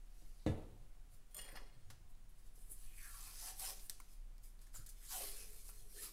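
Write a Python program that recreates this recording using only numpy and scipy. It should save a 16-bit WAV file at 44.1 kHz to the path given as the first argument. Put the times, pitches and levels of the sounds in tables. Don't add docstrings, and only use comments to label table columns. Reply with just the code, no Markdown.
import sys
import numpy as np
from scipy import signal
from scipy.fft import rfft, irfft, next_fast_len
from scipy.io import wavfile
from scipy.ndimage import uniform_filter1d

SR = 44100
rng = np.random.default_rng(int(sys.argv[2]) if len(sys.argv) > 2 else 0)


def output_pcm(signal):
    pcm = np.clip(np.atleast_2d(signal).T, -1, 1) * 32767
    wavfile.write(sys.argv[1], SR, np.round(pcm).astype(np.int16))


def ratio(d):
    e = np.asarray(d, float) / 20
    return 10 ** e


N = 269892


def evened(x):
    return x / np.sqrt(np.mean(x ** 2) + 1e-30)


def smoothed(x, size, axis=-1):
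    return uniform_filter1d(uniform_filter1d(x, size=size, axis=axis), size=size, axis=axis)


def read(points, hz):
    f, value = np.transpose(points)
    return np.interp(np.log(hz + 1), np.log(f + 1), value)


def curve(rows, column, rest_db=-120):
    t = np.arange(N) / SR
    rows = np.array(rows)
    return np.interp(t, rows[:, 0], rows[:, column], left=rest_db, right=rest_db)


def swells(rows, extra_db=0):
    t = np.arange(0, N, 64)[:, None] / SR
    peak, rise, fall, db = np.transpose(rows)[:4]
    away = np.where(t < peak, (peak - t) / rise, (t - peak) / fall)
    shape_db = -29 * away ** 1.325
    power = ratio(2 * (db + extra_db + shape_db)).sum(axis=1)
    return np.interp(np.arange(N) / SR, t[:, 0], np.sqrt(power))


def coloured(x, points):
    size = next_fast_len(len(x))
    gain = ratio(read(points, np.fft.rfftfreq(size, 1 / SR)))
    return evened(irfft(rfft(x, size) * gain, size)[:len(x)])


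def resonate(x, hz, width):
    turn = np.exp(2j * np.pi * np.cumsum(hz * np.ones(len(x))) / SR)
    r = np.exp(-np.pi * width / SR)
    return 2 * (turn * signal.lfilter([1 - r], [1, -r], x / turn)).real


def ring(modes):
    t = np.arange(SR // 2) / SR
    out = sum(ratio(db - 60 * t / t60) * np.sin(2 * np.pi * hz * t) for hz, db, t60 in modes)
    return out / abs(out).max()


def blows(times, dbs):
    out = np.zeros(N)
    out[np.round(np.asarray(times) * SR).astype(int)] = ratio(dbs)
    return out


def crackle(per_s, spread_db, clump_db):
    size = ratio(spread_db * np.minimum(rng.exponential(1, N), 5)) * rng.standard_normal(N)
    clumps = evened(smoothed(rng.standard_normal(N), 150))
    return size * (rng.random(N) < per_s / SR) * ratio(clump_db * clumps)


def patchy(x, narrow_db, wide_db):
    z = signal.stft(x, nperseg=512, noverlap=384)[2]
    a, b = rng.standard_normal((2, z.shape[1], z.shape[0]))
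    narrow = evened(uniform_filter1d(uniform_filter1d(a, size=22, axis=0), size=2, axis=1))
    wide = evened(uniform_filter1d(uniform_filter1d(b, size=9, axis=0), size=16, axis=1))
    gain = ratio(narrow_db * narrow + wide_db * wide).T
    return evened(signal.istft(z * gain, nperseg=512, noverlap=384)[1][:N])


def gliding_modes(rows, spread):
    out = np.zeros(N)
    shakes = rng.standard_normal((len(rows), SR // 2))
    for (start, length, db, first_hz, last_hz), shake in zip(rows, shakes):
        u = np.arange(0, min(length, .5) - 1 / SR, 1 / SR) / length
        hz = first_hz * (last_hz / first_hz) ** u
        width = spread * hz.mean()
        drum = evened(resonate(resonate(shake[:len(u)], hz, width), hz, 2 * width))
        flutter_db = 1.5 * evened(smoothed(shake[::-1], 500))[:len(u)]
        arch_db = -5 * (2 * u ** .8 - 1) ** 2
        sound = drum * ratio(db + arch_db + flutter_db) * signal.windows.tukey(len(u), .4)
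        part = out[round(start * SR):][:len(u)]
        part += sound[:len(part)]
    return out


def background():
    # hz, level_db per Hz
    room = [(26, -22.5), (60, -2), (240, -13.5), (500, -21), (1300, -24), (5000, -30), (10000, -28.5),
            (14500, -35), (15750, -31.5), (15900, -87)]
    # time_s, level_db
    effort = [(0.0, -54.5), (1.07, -56), (1.14, -62.5), (1.62, -52.5), (1.91, -77), (1.98, -62),
              (2.34, -58.5), (2.59, -54), (3.82, -55.5), (3.9, -66), (4.23, -48), (4.38, -54), (5.49, -57),
              (5.56, -60), (5.67, -54), (6.12, -61)]
    # peak_s, rise_s, fall_s, level_db
    shifts = [
        (.7, 0.078, 0.32, -62),
        (1.15, 0.19, 0.09, -68),
        (1.42, .3, .15, -74),
        (1.8, 0.14, 0.67, -62.5),
        (2.48, 0.54, 0.09, -78),
        (3.2, 0.75, 0.61, -73.5),
        (4.43, 0.44, 0.35, -79),
        (4.79, 0.085, 0.099, -61.5),
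        (5.7, 0.63, 0.4, -75.5),
    ]
    a, b, c, d, e = rng.standard_normal((5, N))
    hiss = coloured(a, room)
    high_pass = signal.butter(4, 160, "high", fs=SR, output="sos")
    hiss *= ratio(-75) / np.std(signal.sosfilt(high_pass, hiss))
    whine = ratio(-91) * evened(resonate(b, 720, 5))
    waver_hz = 30.1 + .6 * evened(resonate(resonate(c, 0, 3), 0, 3))
    hum = ratio(curve(effort, 1) + 1.5) * np.sin(2 * np.pi * np.cumsum(waver_hz) / SR)
    sway = ratio(-54.5) * coloured(d, [(3, -30), (6, -6), (8, 0), (11, -9), (18, -11), (24, -18), (40, -30),
                                     (60, -60), (150, -120)])
    rumble = coloured(e, [(45, -38), (65, 3.5), (100, 3.5), (140, -3.5), (220, -42), (500, -96)])
    shudder = (swells(shifts) + ratio(-83.5)) * rumble
    return hiss + whine + hum + sway + shudder


def peel():
    # peak_s, rise_s, fall_s, level_db, through_backing_db
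    hands = [
        (.2, 0.28, 0.99, -77.5, -5),
        (.6, 0.26, 0.3, -93, -7),
        (1.14, 0.093, 0.093, -72.5, -11),
        (1.32, 0.054, 0.038, -76, -10),
        (1.916, 0.076, 0.15, -87, 7),
        (2.104, 0.041, 0.049, -76, -15),
        (2.299, 0.031, 0.04, -75, -16),
        (2.39, 0.059, 0.088, -76, -7.5),
        (2.475, .08, 0.039, -73.5, -7.5),
    ]
    # peak_s, rise_s, fall_s, level_db, through_backing_db
    tugs = [(2.58, 0.084, 0.65, -70.5, -23), (2.72, 0.047, 0.059, -54, -34),
            (2.856, 0.38, 0.14, -66.5, -11.5), (3.05, 0.24, 0.55, -60, -14.5),
            (3.28, 0.51, 0.093, -57.5, -8.5), (3.486, 0.32, 0.1, -52, -7), (3.61, 0.063, 0.19, -51, -13),
            (3.655, 0.15, 0.13, -50, -13.5), (3.70, 0.16, 0.069, -52.5, -3.5),
            (3.79, 0.068, 0.18, -73, 2.5), (3.86, 0.26, 0.069, -62, -16), (3.92, .01, 0.41, -73.5, -3),
            (4.135, 0.14, 0.078, -69.5, -8.5), (4.44, 0.023, 0.13, -65, -13.5),
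            (4.62, 0.038, 0.14, -73.5, -5), (4.753, 0.03, 0.12, -55.5, -12), (4.89, 0.34, 0.17, -75, -6),
            (5.06, 0.15, 0.073, -61.5, -9), (5.13, 0.08, 0.29, -47.5, -10), (5.21, 0.18, 0.29, -50, -9.5),
            (5.414, 0.26, 0.14, -58.5, -8), (5.6, 1, 0.12, -64.5, -9.5), (5.698, 0.13, 0.037, -59, -16),
            (5.8, 0.98, 0.14, -65.5, -11), (6.038, 0.2, 0.13, -51, -10)]
    # hz, width_hz, level_db
    pipe = [(1104, 17, 24), (1318, 13, 14), (1715, 88, 11), (2000, 33, -14), (2340, 93, -20), (2920, 11, 1),
            (3070, 62, 10), (3590, 270, 9), (4100, 21, 3), (4700, 200, 10), (4990, 56, 17),
            (5060, 76, 14.5), (5960, 48, -10), (6340, 34, -15), (6100, 19, -32)]
    # hz, level_db per Hz
    snap_colour = [(5500, -22.5), (7500, -3), (9000, 3), (10800, 4.5), (13000, 0), (15500, -6),
                   (15900, -23), (16600, -68)]
    lower_colour = [(500, -11.5), (900, -11), (1300, -6), (2000, 0.5), (3000, 1), (4200, -1), (5800, -36)]
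    mid_colour = [(2800, -37), (4200, 4), (6000, 8.5), (8000, -1.5), (10000, -47)]
    rows = tugs + hands
    micro = patchy(crackle(15000, spread_db=1.1, clump_db=.9), narrow_db=2.6, wide_db=1.4)
    wall = evened(sum(ratio(db) * resonate(micro, hz, width) / np.sqrt(width) for hz, width, db in pipe))
    through = micro + ratio(-15) * wall
    backing = ratio(-3.5) * coloured(through, lower_colour) + ratio(1) * coloured(through, mid_colour)
    through_db = np.transpose(rows)[-1]
    return swells(rows) * coloured(micro, snap_colour) + swells(rows, through_db) * backing


def knock():
    # time_s, level_db, deep_modes_db, low_panel_db
    hits = [
        (0.223, -59.5, 6, -17),
        (0.464, -21, -4, -18),
        (0.483, -39, 3, -16),
        (0.495, -38, 7, 10),
        (0.577, -43, -2.5, -21),
        (1.528, -51, -14, -25),
        (2.575, -70, -8, -21),
        (2.698, -70, -15, -22),
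        (4.79, -58, -4, -4),
    ]
    # hz, level_db, t60_s
    bench = [(222, -3, 0.23), (282, -12, 0.11), (311.7, 8.5, 0.13), (377, -7.5, 0.14), (420, -6.5, 0.15),
             (459, 2, 0.12), (514, -3.5, 0.14), (598, -4.5, 0.18), (673, -12, 0.17), (760, -23, 0.11),
             (870, -21, .1), (985, -18, .12), (1090, -23, .1)]
    # hz, level_db, t60_s
    frame = [(77, 4, .3), (90, -6, .35), (115, -8, .2), (148, -2, .12)]
    # hz, level_db, t60_s
    pipe_wall = [(1707, 0, .16), (1947, 1, .09), (2195, -6, .1), (2860, -11, .2), (3575, -5, .1),
                 (4470, -11, .1), (5800, -10, .06), (6600, -8, .1), (7620, -14, .06)]
    # hz, level_db per Hz
    contact = [(300, 8.5), (700, 3), (1500, -13), (2500, -16), (4000, -18), (6700, -42), (10000, -24),
               (15000, -51)]
    t = np.arange(SR // 2) / SR
    s, db, deep_db, panel_db = np.transpose(hits)
    deep = -ring(frame) * (1 - np.exp(-t / 0.0082))
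    panel = ring([(139.5, 0, .09)]) * (1 - np.exp(-t / 0.0058))
    top = ring(bench) * (1 - 0.51 * np.exp(-t / 0.0022))
    buzz = coloured(rng.standard_normal(len(t)), contact)
    buzz *= ratio(-26.5 - 60 * t / 0.2) + ratio(-28.5 - 60 * t / 0.8)
    crack = coloured(rng.standard_normal(len(t)), [(1200, -19), (2000, 7), (4200, -6), (7000, -4),
                                                   (12000, -11), (15500, -40)])
    crack *= ratio(-35.5 - 60 * t / 0.21)
    tube = ring(pipe_wall) * (1 - np.exp(-t / .0076)) * ratio(-18.5)
    parts = (db, tube + top + buzz + crack), (db + deep_db, deep), (db + panel_db, panel)
    return sum(signal.oaconvolve(blows(s, force_db), body)[:N] for force_db, body in parts)


def scuffs():
    # start_s, length_s, level_db, first_hz, last_hz
    rubs = [(.38, 0.1, -78.5, 4320, 4200), (2.95, .15, -79, 2460, 2420), (3.36, .1, -77, 1750, 1600),
            (4.735, 0.12, -72.5, 1550, 1260), (4.855, 0.04, -75, 1700, 1600), (5.0, .07, -75.5, 1850, 1800),
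            (5.12, .13, -67.5, 3050, 2850), (5.34, .13, -77, 1636, 1450), (1.55, 0.066, -65, 1400, 990),
            (6.0, 0.11, -69, 1270, 1120), (3.0, .11, -74, 2050, 1600)]
    return gliding_modes(rubs, spread=.26)


def pings():
    # time_s, hz, level_db, t60_s
    short_rings = [(3.8969, 5600, -31, .0022), (3.8969, 8700, -28, .0022), (3.897, 13100, -37, .0035),
                   (3.897, 3900, -41, .003), (3.897, 1860, -52, .006), (4.0011, 9100, -47, .003),
                   (4.0011, 15300, -51, .003), (4.001, 1080, -54, .009), (4.0032, 2200, -59, .014),
                   (.4645, 3900, -56, .03), (1.3455, 14050, -58, .03), (1.367, 12700, -60, .09),
                   (1.368, 7110, -61, .07), (1.572, 1990, -54, .05), (1.555, 800, -60, .04),
                   (1.9015, 1150, -64, .015), (1.902, 5130, -64, .03), (1.9025, 7440, -66, .025),
                   (1.903, 3770, -68, .03), (1.903, 10800, -67, .03), (5.691, 830, -61, .014),
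                   (4.7595, 1300, -58, .02), (2.577, 480, -76, .05), (2.7, 460, -72, .05),
                   (2.712, 320, -74, .05), (3.9072, 5500, -50, .003), (4.669, 1700, -68, .016),
                   (1.383, 600, -61, .05)]
    out, t = np.zeros(N), np.arange(4096) / SR
    for s, hz, db, t60 in short_rings:
        tone = ratio(db - 60 * t / t60) * (1 - np.exp(-t / .0002)) * 2 * np.sin(2 * np.pi * hz * t)
        out[round(s * SR):][:len(t)] += tone
    return out + ratio(-11) * np.roll(out, round(.0028 * SR))


def flange():
    # time_s, collar_db, tube_db, skid_s, answering_tube_hz
    touches = [(1.344, -42.5, -55.5, 0.0054, 4440), (1.366, -42, -55, 0.0032, 3970),
               (1.378, -41, -55, 0.004, 1800), (1.387, -48, -44.5, 0.01, 3080),
               (1.414, -45, -54, 0.0035, 3300), (1.44, -53, -79, 0.019, 3000),
               (1.462, -62, -58, 0.0074, 1800), (1.486, -56, -47, 0.0056, 2220),
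               (1.519, -53.5, -52, 0.0015, 2000), (1.554, -53, -47.5, 0.014, 4600),
               (1.571, -66, -44, 0.0048, 1820), (1.588, -80, -75, 0.0032, 1310)]
    # time_s, collar_db, tube_db
    scrape = [(1.3, -85, -92), (1.34, -71, -76), (1.39, -62, -66), (1.45, -66, -63), (1.53, -71.5, -65),
              (1.57, -76, -59.5), (1.62, -80, -68), (1.78, -98, -81), (1.9, -86, -87)]
    # hz, level_db, t60_s
    collar = [(7110, -7, .06), (8590, -9, .07), (8861, -11, .06), (9340, 2, .05), (9600, -5, .03),
              (9932, -11, .03), (9000, -8, .06), (10720, -19, .04), (11760, -21, .04), (12700, -3, .06),
              (13380, -26, .04), (14050, -1, .035)]
    tube = [(603, -4, .07), (775, -4, .04), (1000, -8, .03), (1150, -6, .04), (1400, -9, .025),
            (1720, -5, .05), (1860, -1, .05), (1990, 0, .045), (2860, -6, .05), (3320, -2, .03),
            (4320, 2, .035), (4930, -3, .04), (5270, -11, .025), (6130, -12, .04)]
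    out, t = np.zeros(N), np.arange(2048) / SR
    grit = patchy(crackle(9000, spread_db=1.5, clump_db=1.8), narrow_db=2, wide_db=2.5)
    for modes, column in ((np.array(collar), 1), (np.array(tube), 2)):
        hz = modes[:, 0]
        is_tube = column - 1
        body = ring(modes * [1, 1, .45] + np.outer(hz == 1990, [0, -7, 0]))
        crowd = coloured(rng.standard_normal(len(t)), [(.5 * hz[0], -50), (hz[0], -7), (np.median(hz), 0),
                                                       (hz[-1], -12), (1.06 * hz[-1], -45)])
        crowd *= ratio(-19 - 60 * t / .05)
        body[:len(t)] += crowd
        rub = grit * ratio(curve(scrape, column))
        out += signal.oaconvolve(rub, body / np.linalg.norm(body))[:N]

        places = rng.standard_normal((len(touches), len(modes)))
        noises = rng.standard_normal((len(touches), len(t)))
        for row, place, noise in zip(touches, places, noises):
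            skid = noise * (1 - np.exp(-t / .0012)) * np.exp(-(t / max(row[3], .0003)) ** 2)
            grip_db = -12 * (hz == (1990 if row[0] < 1.47 else 1860))
            region_db = -is_tube * np.minimum(12 * np.log2(hz / row[4]) ** 2, 13)
            weight_db = grip_db + (.5 + column) * place + region_db
            detune_hz = is_tube * .007 * hz * place[::-1]
            body = ring(modes + np.outer(weight_db, [0, 1, 0]) + np.outer(detune_hz, [1, 0, 0]))
            body[:len(t)] += crowd
            sound = signal.oaconvolve(skid, body)
            out[round(row[0] * SR):][:len(sound)] += ratio(row[column]) * sound / abs(sound).max()
    return out


def whistles():
    # start_s, length_s, level_db, first_hz, last_hz
    tones = [
        (1.57, .14, -87, 8600, 8590),
        (1.71, .19, -86, 8590, 8590),
        (1.79, .11, -91, 6300, 6900),
        (1.315, .04, -84, 3320, 3320),
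        (2.57, .04, -86, 4180, 4180),
        (2.56, .12, -86, 5120, 5100),
        (2.81, .08, -86, 4050, 4030),
        (1.65, .06, -86, 2870, 2860),
    ]
    return gliding_modes(tones, spread=.012)


def rasps():
    # start_s, length_s, level_db, first_hz, last_hz
    held = [
        (1.343, 0.18, -74, 4380, 4280),
        (1.34, .14, -67, 3350, 3250),
        (1.38, 0.072, -67, 1860, 1900),
        (1.345, .11, -74, 5280, 5150),
        (1.345, 0.059, -70, 604, 620),
        (1.345, 0.048, -74, 1150, 1140),
        (1.385, 0.095, -72, 2860, 2900),
        (1.55, 0.053, -74, 5000, 4860),
        (1.55, 0.046, -73, 3300, 3330),
    ]
    return gliding_modes(held, spread=.038)


def snaps():
    # time_s, peak_db, centre_hz, under_2500_hz_db, crack_over_fizz_db
    cracks = [
        (2.6195, -56, 11000, -24, 3),
        (3.3565, -46, 5000, -14, 12),
        (4.0012, -49, 10000, -10, -4),
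        (4.381, -56, 5500, -14, 10),
        (4.591, -58, 4800, -14, 4),
        (5.69, -45, 10000, -10, 12),
        (3.5965, -33, 10500, -28, 16),
        (3.897, -33, 8000, -20, -3),
    ]
    # time_s, peak_db, centre_hz, under_2500_hz_db, crack_over_fizz_db
    rustles = [
        (1.9008, -52, 4000, 1, -17),
        (2.0911, -71, 11600, -23, 1),
        (2.5564, -57, 12000, -27, -9),
        (4.436, -66, 9470, -24, -4),
        (4.616, -57.5, 10900, -9, -11),
        (4.668, -56, 9120, -9, -4),
        (4.742, -54.5, 7250, 1, 2),
        (4.8626, -47, 9000, -22, -10),
        (4.89, -46, 10720, -28, -12),
    ]
    rows = cracks + rustles
    rise_t60 = [(.0008, .045)] * len(cracks) + [(.004, .059)] * len(rustles)
    out, t = np.zeros(N + 4096), np.arange(4096) / SR
    noises = rng.standard_normal((len(rows), 2, len(t)))
    for (s, db, hz, low_db, crack_db), (rise, t60), noise in zip(rows, rise_t60, noises):
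        bright = coloured(noise[0], [(1500, -30), (.45 * hz, -9), (hz, 0), (13500, -6), (15500, -16)])
        crack = bright * np.exp(-((t - .0007) / .0005) ** 2)
        fizz = bright * (1 - np.exp(-t / rise)) * ratio(-60 * t / t60) / 3
        dull = coloured(noise[1], [(300, -3), (700, -4.5), (1500, 1.5), (2300, -3), (3200, -38)])
        dull *= ratio(-60 * t / 0.065) * (1 - np.exp(-2 * t / rise)) * .5
        sound = ratio(crack_db) * crack / abs(crack).max() + fizz
        out[round(s * SR):][:len(t)] += ratio(db) * (sound / abs(sound).max() + ratio(low_db) * dull)
    return out[:N]


def bore(x):
    # hz, width_hz, level_db
    air = [
        (312, 32, -3),
        (414, 37, 7),
        (620, 150, -7.5),
        (775, 54, 5.5),
        (1120, 46, -1),
        (1347, 50, 6),
        (1710, 94, 1),
        (2170, 47, 5.5),
        (2480, 67, -4),
        (2760, 42, -5),
    ]
    inside = sum((-1) ** k * ratio(db) * resonate(x, hz, width) for k, (hz, width, db) in enumerate(air))
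    return ratio(-3.5) * x + ratio(1) * inside


def freed_strip():
    # start_s, length_s, level_db, first_hz, last_hz
    lengthwise = [(2.83, 0.22, -72.5, 2960, 2200), (2.96, 0.17, -63.5, 2270, 1390),
                  (3.09, 0.28, -69.5, 1290, 960), (3.415, 0.039, -64, 796, 775),
                  (3.455, 0.078, -63.5, 890, 715), (3.585, 0.085, -60.5, 830, 670),
                  (3.66, 0.078, -66.5, 710, 517), (3.65, 0.077, -66, 1060, 1010),
                  (5.09, 0.19, -59, 1100, 395), (5.27, 0.33, -76.5, 470, 393),
                  (5.68, 0.27, -82.5, 430, 382), (5.92, 0.17, -70, 447, 284)]
    # start_s, length_s, level_db, first_hz, last_hz
    crosswise = [
        (2.1, 0.087, -88, 3800, 4100),
        (4.43, 0.046, -80, 8200, 8700),
        (4.432, 0.04, -80, 7600, 8900),
        (4.745, 0.034, -58, 7760, 6500),
        (3.255, 0.062, -69, 2500, 2360),
        (5.09, 0.077, -66.5, 1530, 1440),
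        (5.18, 0.11, -66.5, 2030, 2000),
        (5.34, 0.14, -71.5, 2720, 2430),
        (6.8, 0.06, -67, 1330, 1160),
        (5.95, 0.067, -69, 1700, 1800),
    ]
    return bore(gliding_modes(lengthwise, spread=.32)) + gliding_modes(crosswise, spread=.07)


def walls(x):
    # hz, t60_s
    decay = [
        (100, 0.26),
        (500, 0.49),
        (2000, 0.3),
        (6000, 0.32),
        (14000, 0.16),
    ]
    taps = np.zeros(SR // 2)
    at = np.arange(120, len(taps) - 20, 20)
    taps[at + rng.integers(0, 20, len(at))] = rng.choice([-1., 1.], len(at))
    hz, t, z = signal.stft(taps, SR, nperseg=256)
    tail = signal.istft(z * ratio(-60 * t / read(decay, hz)[:, None]), SR, nperseg=256)[1]
    return signal.oaconvolve(x, tail / np.linalg.norm(tail))[:N]


def scene():
    tape = peel() + freed_strip() + whistles() + snaps()
    metal = flange()
    blow = knock()
    wet = walls(ratio(-6.5) * tape + ratio(-9) * metal + ratio(-10) * blow)
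    return (background() + tape + blow + scuffs() + pings() + metal + rasps() + wet)[None]


def top_cut(x):
    return signal.sosfilt(signal.butter(12, 16530, fs=SR, output="sos"), x)


def record(dry):
    low_pass = signal.firwin(511, 16550, window=("kaiser", 9), fs=SR)
    limited = signal.oaconvolve(dry, low_pass[None], "same")
    return top_cut(limited)


dry = scene()
out = record(dry)
output_pcm(out)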